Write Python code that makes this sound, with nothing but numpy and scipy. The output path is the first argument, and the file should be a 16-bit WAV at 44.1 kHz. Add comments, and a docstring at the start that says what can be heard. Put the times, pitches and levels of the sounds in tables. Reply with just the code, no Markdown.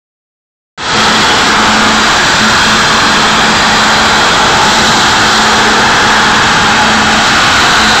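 """A steam vent on a factory roof blows off, a loud steady roar across the yard.
The jet's turbulence rings the pipe mouth, wind swings the hiss about and a close reflection hollows it.
Underneath, the pipe's low, wavering hum catches and drops out in spells.
It all fades in after a silence, through a small hand-held recorder, overloaded and narrow in band."""
import sys
import numpy as np
from scipy import signal
from scipy.io import wavfile
from scipy.ndimage import uniform_filter1d

SR = 44100
rng = np.random.default_rng(int(sys.argv[2]) if len(sys.argv) > 2 else 0)


def generate_wav(sig):
    """Save sig (samples, or channels by samples) to the path in sys.argv[1] as 16-bit PCM at SR."""
    pcm = np.round(np.clip(np.atleast_2d(sig).T, -1, 1) * 32767).astype(np.int16)
    wavfile.write(sys.argv[1], SR, pcm)


N = 352800
TIME = np.arange(N) / SR

# The raw tone of the jet's turbulence. 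Each row: frequency in Hz, relative spectral level in dB.
JET_SPECTRUM = [(12, -17), (28, -13), (130, -7), (470, -5.5), (560, -11.5), (740, -4), (1000, -4.5),
                (1200, -1), (1720, -4.5), (2000, -8), (2400, -12.5), (3900, -10), (6000, -20),
                (8000, -17.5)]
# Peaks that colour the roar and give the hiss a hollow ring.
# Each row: centre in Hz, width in Hz, lift in dB.
COLOUR_PEAKS = [(850, 76, 4.5), (1456, 177, 2.4), (3285, 340, 3), (1590, 126, 1.5), (2620, 73, 3.5),
                (4010, 240, 2), (4810, 210, 3), (5740, 300, 3.5), (7040, 420, 0.6)]
# The ride of the rasp between roar and hiss. Each row: time in seconds, relative level in dB.
RASP_RIDE = [(1.2, -17.5), (4.29, -17.5), (5.48, -18.5), (6.14, -17.5), (7.25, -16.5), (7.41, -15),
             (7.8, -16)]
# The ride of the hiss as wind bends the plume. Each row: time in seconds, relative level in dB.
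HISS_RIDE = [(1.05, -13.5), (1.12, -14.5), (1.5, -14), (1.54, -15.5), (2.68, -13), (2.91, -14.5),
             (4.61, -14.5), (4.65, -12), (5.12, -13), (5.14, -14.5), (5.35, -12.5), (5.82, -15),
             (7.11, -15.5), (7.13, -14), (7.83, -13.5), (7.85, -13.5)]
# A bounce off a surface by the microphone. Each row: time in seconds, delay in ms, share of direct sound.
REFLECTION = [(1.0, 1.5, 0.071), (2.0, 1.25, 0.1), (2.7, 1.19, .22), (4.0, 1.25, 0.097), (4.9, 1.18, 0.089),
              (6.0, 1.2, 0.11), (7.0, 1.3, 0.11), (8.0, 1.33, 0.12)]
# Surges of single peaks. Each row: middle in seconds, length in seconds, centre in Hz, extra lift in dB.
RING_SURGES = [(1.2, 0.82, 3276, 4), (2.95, .6, 1590, 3), (3.0, 1.6, 3250, 2.0), (4.65, 0.44, 870, 7.5),
               (4.92, .7, 3950, 4), (6.1, 1.3, 1590, 3.5), (6.8, 0.4, 845, 3.5), (7.75, 1.4, 1440, 5),
               (7.8, 1, 4030, 3.5)]
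# The spells when the pipe tone catches. Each row: start in seconds, length in seconds, relative dB.
HUM_SPELLS = [(0.943, 0.3, -19.5), (1.283, 0.04, -28), (1.564, 0.52, -17), (2.326, 0.033, -25),
              (2.405, 0.099, -12), (2.636, 0.175, -19), (2.911, 0.069, -16), (3.063, 0.53, -18.5),
              (3.64, 0.55, -19), (4.408, 0.055, -18), (4.553, 0.039, -16), (4.637, 0.33, -19.5),
              (4.96, 0.045, -14), (5.078, 0.034, -17), (5.174, 0.115, -18), (5.333, 0.6, -18),
              (6.038, 0.36, -17.5), (6.435, 0.094, -19), (6.634, 0.151, -18.5), (6.835, 0.39, -16.5),
              (7.272, 0.1, -18), (7.784, 0.163, -15)]


def gain_of(db):
    """Decibels to amplitude."""
    return 10 ** (np.asarray(db) / 20)


def unit_rms(x):
    """Scales a signal to rms 1."""
    return x / np.sqrt(np.mean(x ** 2) + 1e-20)


def follow(rows, t):
    """The columns of an automation table at times t."""
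    times, *columns = np.transpose(rows)
    return [np.interp(t, times, column) for column in columns]


def swing(rows, t):
    """A level ride as dB above its own average."""
    db = follow(rows, t)[0]
    return db - db.mean()


def wander(top_hz, count=30):
    """A random drift of rms 1, moving at rates up to top_hz."""
    rates = np.geomspace(top_hz / 20, top_hz, count)
    return unit_rms(sum(np.sin(2 * np.pi * (f * TIME + rng.random())) / np.sqrt(f) for f in rates))


def bell(hz, centre, width):
    """The bell curve of one peak, 1 at its centre."""
    return 1 / (1 + (2 * (hz - centre) / width) ** 2)


def low_pass(x, hz, taps):
    """A linear-phase high cut; more taps make it steeper."""
    return signal.oaconvolve(x, signal.firwin(taps, hz, window=("kaiser", 8), fs=SR)[None], "same")


def steam_jet(level_db=-5.5, roar_sway=0.26, unrest_db=0.18):
    """Turbulent noise roars out of the vent and across the yard, its level slightly restless."""
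    frame, hop = 2048, 512
    t = np.arange(N // hop + 5) * hop / SR
    hz = np.fft.rfftfreq(frame, 1 / SR)
    real, imaginary, patches = rng.standard_normal((3, len(t), len(hz)))
    colour_db = roar_colour(hz) + plume_lean(t, hz) + yard_paths(patches) + ring_surges(t, hz)
    spectra = (real + 1j * imaginary) * gain_of(colour_db) * close_reflection(t, hz)
    roar = signal.istft(spectra.T, nperseg=frame, noverlap=frame - hop)[1][None, :N]
    fader_db = level_db + roar_sway * swing(RASP_RIDE, TIME) + unrest_db * wander(top_hz=4)
    return gain_of(fader_db) * unit_rms(low_pass(roar, 9500, taps=101))


def roar_colour(hz):
    """The steady EQ in dB: broad turbulence, with peaks that colour the roar and hollow the hiss."""
    points_hz, points_db = np.transpose(JET_SPECTRUM)
    turbulence_db = np.interp(np.log(hz + 1), np.log(points_hz), points_db)
    return turbulence_db + sum(db * bell(hz, centre, width) for centre, width, db in COLOUR_PEAKS)


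def plume_lean(t, hz, rasp_sway=1.1):
    """The jet beams its highs, so rasp and hiss come and go as it leans; in dB."""
    rasp_band = np.interp(hz, [1300, 1900, 2800, 3400], [0, 1, 1, 0])
    hiss_band = np.interp(hz, [2900, 3500], [0, 1])
    rasp_db = np.outer(rasp_sway * swing(RASP_RIDE, t), rasp_band)
    hiss_db = np.outer(swing(HISS_RIDE, t), hiss_band)
    return rasp_db + hiss_db


def yard_paths(noise, depth_db=1.47):
    """Many paths across the yard interfere, so narrow patches of spectrum slowly swell and fade; in dB."""
    slow_noise = uniform_filter1d(noise, size=70, axis=0)
    return depth_db * unit_rms(uniform_filter1d(slow_noise, size=5, axis=1))


def close_reflection(t, hz):
    """One short bounce combs the spectrum for a hollow colour."""
    delay_ms, share = follow(REFLECTION, t)
    return 1 + share[:, None] * np.exp(-2j * np.pi * np.outer(delay_ms / 1000, hz))


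def ring_surges(t, hz):
    """Now and then one of the peaks rings harder, in one smooth swell; in dB."""
    lift_db = 0
    for middle, length, centre, db in RING_SURGES:
        _, width, _ = min(COLOUR_PEAKS, key=lambda peak: abs(peak[0] - centre))
        arch = np.cos(np.pi * np.clip((t - middle) / length, -.5, .5)) ** 2
        lift_db = lift_db + np.outer(db * arch, bell(hz, centre, width))
    return lift_db


def pipe_hum(pitch_hz=217.4, attack_s=.05, release_s=.07, trim_db=-0.4, flutter_db=0.54):
    """The pipe's low tone catches, holds and drops out, fluttering in level and wavering in phase."""
    envelope = np.full(N, gain_of(-30.5))  # lingers faintly between spells
    for start, length, db in HUM_SPELLS:
        attack = np.clip(.5 + (TIME - start) / attack_s, 0, 1)
        release = np.clip(.5 + (start + length - TIME) / release_s, 0, 1)
        envelope = np.maximum(envelope, gain_of(db) * attack * release)
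    envelope *= gain_of(trim_db + flutter_db * wander(top_hz=14))
    turns = pitch_hz * TIME + 0.038 * wander(top_hz=12)
    return envelope * np.sqrt(2) * np.sin(2 * np.pi * turns)


def overload(x, ceiling, hardness):
    """A soft clipper: clean on small swings, flat at the ceiling."""
    return x / (1 + abs(x / ceiling) ** hardness) ** (1 / hardness)


def scene():
    """The steam jet over the hum of its pipe."""
    return steam_jet() + pipe_hum()


def record(dry, drive_db=0.5, open_s=.777, full_s=1.0, band_hz=8070):
    """The recorder overloads, fades in and cuts the top; its output shaves the peaks again."""
    driven = overload(dry * gain_of(drive_db), ceiling=0.73, hardness=7.5)
    fade_in = np.interp(TIME, [open_s, full_s], [0.14, 1], left=0)
    narrow = low_pass(driven * fade_in, band_hz, taps=111)
    shaved = overload(narrow, ceiling=0.69, hardness=50)
    return low_pass(shaved, 15720, taps=801)


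dry = scene()
out = record(dry)
generate_wav(out)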